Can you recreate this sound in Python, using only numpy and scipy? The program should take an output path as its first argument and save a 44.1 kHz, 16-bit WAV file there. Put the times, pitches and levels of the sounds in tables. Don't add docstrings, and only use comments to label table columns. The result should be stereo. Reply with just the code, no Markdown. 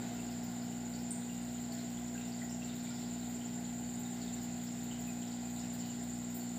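import sys
import numpy as np
from scipy import signal
from scipy.fft import rfft, irfft
from scipy.io import wavfile
from scipy.ndimage import uniform_filter1d

SR = 44100
rng = np.random.default_rng(int(sys.argv[2]) if len(sys.argv) > 2 else 0)


def generate_wav(signal):
    frames = np.transpose(np.atleast_2d(signal))
    scaled = np.clip(frames, -1, 1) * 32767
    pcm = np.round(scaled).astype(np.int16)
    wavfile.write(sys.argv[1], SR, pcm)


def field_ratio(decibels):
    return 10 ** (np.asarray(decibels, dtype=float) / 20)


N = 290178


def evened(x):
    return x / np.sqrt(np.mean(x ** 2) + 1e-20)


def read(points, hz):
    f, value = np.transpose(points)
    return np.interp(np.log(hz + 1), np.log(f + 1), value)


def along(rows):
    s, *columns = np.transpose(rows)
    return [np.interp(np.arange(N) / SR, s, column) for column in columns]


def add(mix, s, sound):
    part = mix[max(round(s * SR), 0):][:len(sound)]
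    part += sound[:len(part)]


def coloured(x, colour):
    hz = np.fft.rfftfreq(len(x), 1 / SR)
    return irfft(rfft(x) * field_ratio(read(colour, hz)), len(x))


def noise(colour, patchy_db, shared_db, size=512):
    frames, hz = 4 * N // size + 5, np.fft.rfftfreq(size, 1 / SR)
    real, imaginary, patches = rng.standard_normal((frames, len(hz), 3)).T
    patches = uniform_filter1d(patches, size=6, axis=0)
    patches = evened(uniform_filter1d(patches, size=14, axis=1))
    flicker = evened(uniform_filter1d(rng.standard_normal(frames), size=10))
    level_db = read(colour, hz)[:, None] + patchy_db * patches + shared_db * flicker
    spectra = (real + 1j * imaginary) * field_ratio(level_db)
    return evened(signal.istft(spectra, nperseg=size, noverlap=3 * size // 4)[1][:N])


def resonate(x, hz, width_hz):
    turn = np.exp(2j * np.pi * hz * np.arange(len(x)) / SR)
    r = np.exp(-np.pi * width_hz / SR)
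    low = signal.lfilter([1 - r], [1, -r], x / turn)
    low = signal.lfilter([1 - r], [1, -r], low)
    return 2 * (turn * low).real


def tones(hz, level_db, lag_s, scatter):
    panel_hz, panel_width_hz, panel_turns = 188.4, 8, .12
    t, out = np.arange(N) / SR, np.zeros(N)
    for f, db, chance in zip(hz, level_db, rng.standard_normal(len(hz))):
        below = (panel_hz - f) / panel_width_hz
        turns = f * (t - lag_s) + panel_turns * 2 * below / (1 + below ** 2)
        path_phase = scatter * chance * (f / 500) ** 2
        out -= np.sqrt(2) * field_ratio(db) * np.sin(2 * np.pi * turns + path_phase)
    return out


def opening():
    settle_s = 0.27
    return field_ratio(5.5 * np.exp(-np.arange(N) / SR / settle_s))


# (multiple of mains pitch, level [dB])
PUMP_ORDERS = [(1, -64.0), (2, -55.0), (3, -51), (4, -42.5), (5, -59.5), (6, -64.5), (8, -80), (10, -117),
               (11, -95.5), (12, -66.5), (14, -79.5), (16, -81), (17, -88), (18, -83), (20, -102),
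               (21, -88), (23, -93)]
# (multiple of rotor pitch, level [dB])
ROTOR_ORDERS = [(3, -60), (4, -70), (6, -70.5), (8, -74.5), (10, -71.5), (11, -73.5), (12, -70.5),
                (13, -71), (14, -69.5), (15, -77), (16, -68.5), (17, -67), (18, -87.5), (20, -94),
                (21, -77), (24, -87), (25, -88), (29, -74), (32, -83), (33, -76.5), (36, -79.5), (37, -86),
                (40, -74.5), (41, -98), (42, -72.5), (43, -81.5), (47, -86), (48, -78.5), (52, -78),
                (53, -113.5)]
# (pitch [Hz], level [dB], lag [s])
LONE_SHAFTS = [
    (58.42, -71, .00995),
    (144.68, -65, .0002),
]


def motors():
    mains_hz, rotor_hz, late_start_s = 60.134, 47.914, 1.5
    orders, level_db = np.transpose(PUMP_ORDERS)
    hum = tones(mains_hz * np.round(orders), level_db, lag_s=.0016, scatter=.12)
    orders, level_db = np.transpose(ROTOR_ORDERS)
    buzz = tones(rotor_hz * np.round(orders), level_db, lag_s=.0033, scatter=0.794)
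    first, second = (tones([hz], [db], lag_s, 0) for hz, db, lag_s in LONE_SHAFTS)
    late_fade = np.clip(np.arange(N) / SR - late_start_s, 0, 1)
    return hum + buzz + first + second * late_fade


# (frequency [Hz], density [dB per Hz])
RUMBLE_COLOUR = [(30, -43), (48, -13), (75, -13.5), (135, -5), (160, -11), (220, -2.5), (320, -8),
                 (400, -8), (470, -12), (590, -17.5), (760, -8.5), (900, -16), (1050, -17.5), (1500, -40.5)]


def rumble():
    return field_ratio(-55) * opening() * noise(RUMBLE_COLOUR, patchy_db=1.5, shared_db=0.2, size=4096)


# (frequency [Hz], width [Hz], level [dB])
CABINET_MODES = [(108.6, 5.8, -70), (130.5, 4, -80), (186.2, 27, -60), (275.7, 21, -65.5), (414, 56, -67.5),
                 (685.3, 73, -61), (854.6, 28, -69), (1455, 117, -70.5), (2104, 170, -74), (3730, 150, -74),
                 (4790, 240, -77)]


def cabinet():
    wander_db, wander_s = .6, .15
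    span = round(wander_s * SR)
    wander = uniform_filter1d(rng.standard_normal(N), span)
    wander = evened(uniform_filter1d(wander, span))
    shaking = rng.standard_normal(N) * field_ratio(wander_db * wander) * opening()
    return sum(field_ratio(db) * evened(resonate(shaking, hz, width_hz)) for hz, width_hz, db in CABINET_MODES)


# (time [s], effort [dB])
STIR_EFFORT = [(0.0, -61), (0.05, -59.5), (1.7, -58.5), (1.72, -58), (2.14, -59.5), (2.2, -57.5),
               (2.58, -60.5), (2.64, -57.5), (3.76, -59.5), (4.31, -58), (5.42, -59), (5.86, -58),
               (5.97, -59), (6.58, -59.5)]


def stirred(level_db, share):
    effort_db = along(STIR_EFFORT)[0]
    return field_ratio(level_db + share * (effort_db - effort_db.mean()))


# (frequency [Hz], density [dB per Hz])
RUSH_COLOUR = [(850, -48), (1230, 2.5), (1440, 0), (1650, 3.5), (2030, 2.5), (2350, 0), (3000, 0.5),
               (3500, -1), (4300, 1.5), (4950, -2.5), (5600, -10.5), (6400, -3), (7500, -15), (9000, -37)]
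# (frequency [Hz], density [dB per Hz])
FIZZ_COLOUR = [(6300, -40), (7600, 12), (8400, 4), (9000, -1), (10000, -6), (12700, -4.5), (13500, 3),
               (14500, 4.5), (15600, 4)]


def flow():
    rush = noise(RUSH_COLOUR, patchy_db=.8, shared_db=.6)
    fizz = noise(FIZZ_COLOUR, patchy_db=.5, shared_db=1.5)
    return stirred(-60, share=1) * rush * opening() + stirred(-59, share=0.5) * fizz


def trickle():
    per_s = 900
    t, out = np.arange(400) / SR, np.zeros(N)
    sizes = field_ratio(4.2 * np.minimum(rng.exponential(1, N), 4))
    sizes = sizes * (rng.random(N) < per_s / SR)
    kind = rng.integers(0, 16, N)
    for k, hz in enumerate(np.geomspace(2500, 5600, num=16)):
        onset = 1 - np.exp(-t / 0.0004)
        ring = np.exp(-t * hz / 3.9) * np.sin(2 * np.pi * hz * t) * onset
        out += signal.oaconvolve(sizes * (kind == k), ring)[:N] * (hz / 4000) ** 1.45
    return stirred(-67.5, share=2.9) * evened(out)


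def throbbing(rows, hz, width_hz, per_s):
    level_db, lead = along(rows)
    turn = (per_s * np.arange(N) / SR + lead + 0.21) % 1
    swell = evened(turn / .09 * np.exp(-turn / .09) + .04)
    return field_ratio(level_db) * swell * evened(resonate(rng.standard_normal(N), hz, width_hz))


# (time [s], level [dB])
STEADY_WHINE = [
    (0.0, -56.5),
    (6.58, -54.5),
]
# (time [s], level [dB], lead [turns of the throb])
UPPER_THROB = [
    (0, -64, 0.73),
    (1.3, -67, 0.72),
    (1.9, -66, 0.42),
    (2.5, -58.5, 0.53),
    (3.3, -60, 0.2),
    (4.2, -61, 0.5),
    (5.1, -63, 0.61),
    (6, -60.5, 0.57),
    (6.58, -64, 0.76),
]
# (time [s], level [dB], lead [turns of the throb])
LOWER_THROB = [
    (0, -64, 0.13),
    (1.1, -62.5, 0.2),
    (1.9, -60, 0.24),
    (2.7, -64, 0.099),
    (3.1, -65, 0.05),
    (3.7, -60, 0.056),
    (4.4, -59.5, 0.13),
    (5.6, -60.5, 0.24),
    (6.58, -61.5, 0.28),
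]


def whine():
    steady = field_ratio(along(STEADY_WHINE)[0]) * evened(resonate(rng.standard_normal(N), 7180, 570))
    upper = throbbing(UPPER_THROB, hz=7340, width_hz=350, per_s=8.85)
    lower = throbbing(LOWER_THROB, hz=7020, width_hz=480, per_s=10.1)
    return coloured(steady + upper + lower, [(6300, -7.5), (6750, 0.5), (9000, 1.5)])


def splashes(rows, colour, burst_s, tick_db, gain_db):
    t, shape, ticks = np.arange(3000) / SR, np.zeros(N), np.zeros(N)
    for s, db in rows:
        add(shape, s, field_ratio(db) * np.exp(-t / burst_s))
        add(ticks, s, field_ratio([db + tick_db]))
    white = rng.standard_normal(N)
    loss = np.std(coloured(white, colour))
    return field_ratio(gain_db) * coloured(shape * white + ticks, colour) / loss


# (time [s], level [dB])
SPRAY_BURSTS = [(0.132, -64), (0.433, -60), (0.625, -66), (1.007, -67), (1.44, -64), (1.614, -70),
                (1.725, -61), (2.425, -64), (2.752, -61), (2.832, -69), (2.99, -69), (3.289, -61),
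                (3.992, -58), (4.343, -66), (4.427, -61), (4.633, -61), (4.834, -59), (4.996, -61),
                (5.066, -59), (5.495, -64), (5.563, -65), (5.732, -58), (5.856, -63), (6.03, -63),
                (6.303, -64), (6.346, -51), (6.365, -57), (6.389, -61), (6.42, -63), (6.57, -65)]
# (frequency [Hz], level [dB])
SPRAY_SPECTRUM = [(6500, -24), (8500, -14), (11000, -14), (12600, -11), (13200, -1), (15300, 1.5),
                  (17000, -9)]


def spray():
    return splashes(SPRAY_BURSTS, SPRAY_SPECTRUM, burst_s=.016, tick_db=6, gain_db=-4.5)


# (time [s], pitch [Hz], level [dB], fade [cycles])
CLEAR_BUBBLES = [(0.195, 2760, -59, 10), (0.313, 5050, -56.5, 6.3), (0.575, 4850, -64, 13),
                 (0.625, 4350, -61, 13), (0.845, 1540, -60, 11), (1.22, 3680, -61, 10),
                 (1.297, 2830, -57, 12), (1.72, 4500, -55, 14), (1.79, 4140, -58, 13),
                 (1.973, 3420, -58.5, 10), (2.151, 1580, -52.5, 17), (2.417, 1925, -51, 11),
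                 (2.62, 2720, -55, 28), (2.694, 3680, -56, 9.3), (2.87, 2340, -60, 12),
                 (2.907, 1420, -59, 13), (2.964, 3540, -60, 10), (3.018, 4370, -58, 10),
                 (3.413, 3020, -57, 6.3), (3.651, 3260, -64, 10), (4.051, 3780, -57.5, 11),
                 (4.279, 3750, -58.5, 9), (4.804, 3830, -62, 6), (4.912, 3030, -53.5, 6.8),
                 (5.077, 2525, -55, 29), (5.225, 3130, -58.5, 12), (5.44, 2510, -61, 20),
                 (5.805, 4550, -59, 10), (5.85, 2950, -64, 20), (6.409, 4460, -58, 13)]
# (time [s], pitch [Hz], level [dB])
QUICK_PLINKS = [(0.426, 5680, -63), (0.443, 4940, -65), (0.617, 5090, -66), (0.937, 4730, -59),
                (0.988, 5250, -63), (1.719, 5230, -63), (1.805, 5370, -68), (2.179, 2730, -62),
                (2.321, 4750, -59), (2.495, 5600, -58), (2.511, 2900, -64), (2.905, 5060, -59),
                (2.954, 5230, -66), (3.104, 4200, -71), (3.213, 4100, -61), (3.649, 4330, -62),
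                (3.847, 4580, -62), (4.216, 4500, -59), (4.264, 2670, -71), (4.385, 5210, -66),
                (4.668, 5260, -63), (5.275, 5430, -65), (5.318, 4780, -62), (5.562, 3940, -59.5),
                (5.594, 5170, -62), (5.788, 5300, -62), (5.807, 3060, -64), (5.861, 5780, -66),
                (5.89, 3000, -65)]


def bubbles():
    steady_hz, sag_per_khz = 1500, .022
    plink_cycles, plink_lift_db = 6, 2.5
    out, t = np.zeros(N), np.arange(4000) / SR
    plinks = [(s, hz, db + plink_lift_db, plink_cycles) for s, hz, db in QUICK_PLINKS]
    rows = [*CLEAR_BUBBLES, *plinks]
    for (s, hz, db, cycles), white in zip(rows, rng.standard_normal((len(rows), 4000))):
        cycles = max(cycles, 3)
        age = t * hz / cycles
        sag = sag_per_khz * max(hz - steady_hz, 0) / 1000
        pitch = hz * (1 - sag * (np.minimum(age, 2) - .5))
        fade = np.exp(-age) * np.sqrt(hz / cycles / 250)
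        ring = fade * np.sin(2 * np.pi * np.cumsum(pitch) / SR)
        cloud = 1.1 / cycles * np.exp(-t / 0.03) * evened(resonate(white, hz, hz / cycles))
        onset = 1 - np.exp(-t / 0.00033)
        add(out, s, field_ratio(db + 10.5) * (ring + cloud) * onset)
    return out


# (time [s], level [dB])
DROP_POPS = [(0.199, -61), (1.108, -43.5), (1.422, -58), (1.719, -62), (2.251, -63), (2.401, -62),
             (2.506, -62), (2.758, -65), (2.829, -63), (2.9, -71), (3.131, -64), (3.351, -62), (3.847, -69),
             (3.954, -59), (4.104, -63), (4.281, -71), (4.335, -61), (4.719, -62), (5.068, -67),
             (5.537, -63), (5.588, -63), (5.727, -62), (5.947, -65), (6.027, -60), (6.136, -61),
             (6.344, -60), (6.488, -62)]
# (frequency [Hz], level [dB])
POP_SPECTRUM = [(6000, -37), (7000, -2), (7600, 4), (8900, 6), (9300, -14), (9800, -23), (11000, -32)]


def pops():
    return splashes(DROP_POPS, POP_SPECTRUM, burst_s=0.002, tick_db=23, gain_db=0.5)


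# (delay [s], level [dB])
EARLY_ECHOES = [(.0032, -3), (.0072, -3), (.0098, -3), (0.0133, -5), (0.02, -11)]


def echoes(x, loss_db):
    out = x.copy()
    for (delay_s, db), sign in zip(EARLY_ECHOES, rng.choice([-1., 1.], len(EARLY_ECHOES))):
        add(out, delay_s, sign * field_ratio(db - loss_db) * x)
    return out


# (frequency [Hz], 60 dB decay time [s])
ROOM_DECAY = [(1000, 0.16), (4000, 0.56), (8000, 0.5), (15000, 0.029)]


def room(x):
    taps = np.zeros(SR // 2)
    at = np.arange(200, SR // 2 - 20, 20)
    taps[at + rng.integers(0, 20, len(at))] = rng.choice([-1., 1.], len(at))
    hz, t, z = signal.stft(taps, SR, nperseg=256)
    decay = field_ratio(-60 * t / read(ROOM_DECAY, hz)[:, None])
    tail = signal.istft(z * decay, SR, nperseg=256)[1]
    return signal.fftconvolve(x, tail / np.linalg.norm(tail))[:N]


def scene():
    machine = motors() + rumble() + cabinet()
    water, high = flow(), whine()
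    bursts = field_ratio(6.5) * spray() + pops()
    rings = bubbles() + trickle()
    steady = field_ratio(-17) * (water + high)
    near = echoes(bursts, loss_db=0) + echoes(rings, loss_db=6)
    wet = room(bursts + field_ratio(-3) * rings + steady)
    mix = machine + water + field_ratio(1.0) * high + near + wet
    return np.array([mix, mix])


# (time [s], low edge [Hz], high edge [Hz], level [dB])
CHANNEL_SPLITS = [
    (2.001, 6230, 7700, -60),
    (2.001, 13000, 14600, -75),
    (4.230, 6760, 8300, -57),
    (4.230, 4600, 6300, -66),
    (4.230, 13700, 15400, -66),
]


def channel_difference():
    side, hz = np.zeros(N), np.fft.rfftfreq(2048, 1 / SR)
    for s, low_hz, high_hz, db in CHANNEL_SPLITS:
        band = irfft(rfft(rng.standard_normal(2048)) * (hz > low_hz) * (hz < high_hz))
        add(side, s, field_ratio(db) * evened(band) * signal.windows.tukey(2048, .6))
    return np.array([side, -side])


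def low_pass(x):
    return signal.sosfilt(signal.butter(12, 16610, fs=SR, output="sos"), x)


def record(dry):
    edge_hz = 15490
    edge = signal.firwin(1023, edge_hz, window=("kaiser", 9), fs=SR)
    limited = signal.oaconvolve(dry + channel_difference(), edge[None], "same")
    return low_pass(limited)


dry = scene()
out = record(dry)
generate_wav(out)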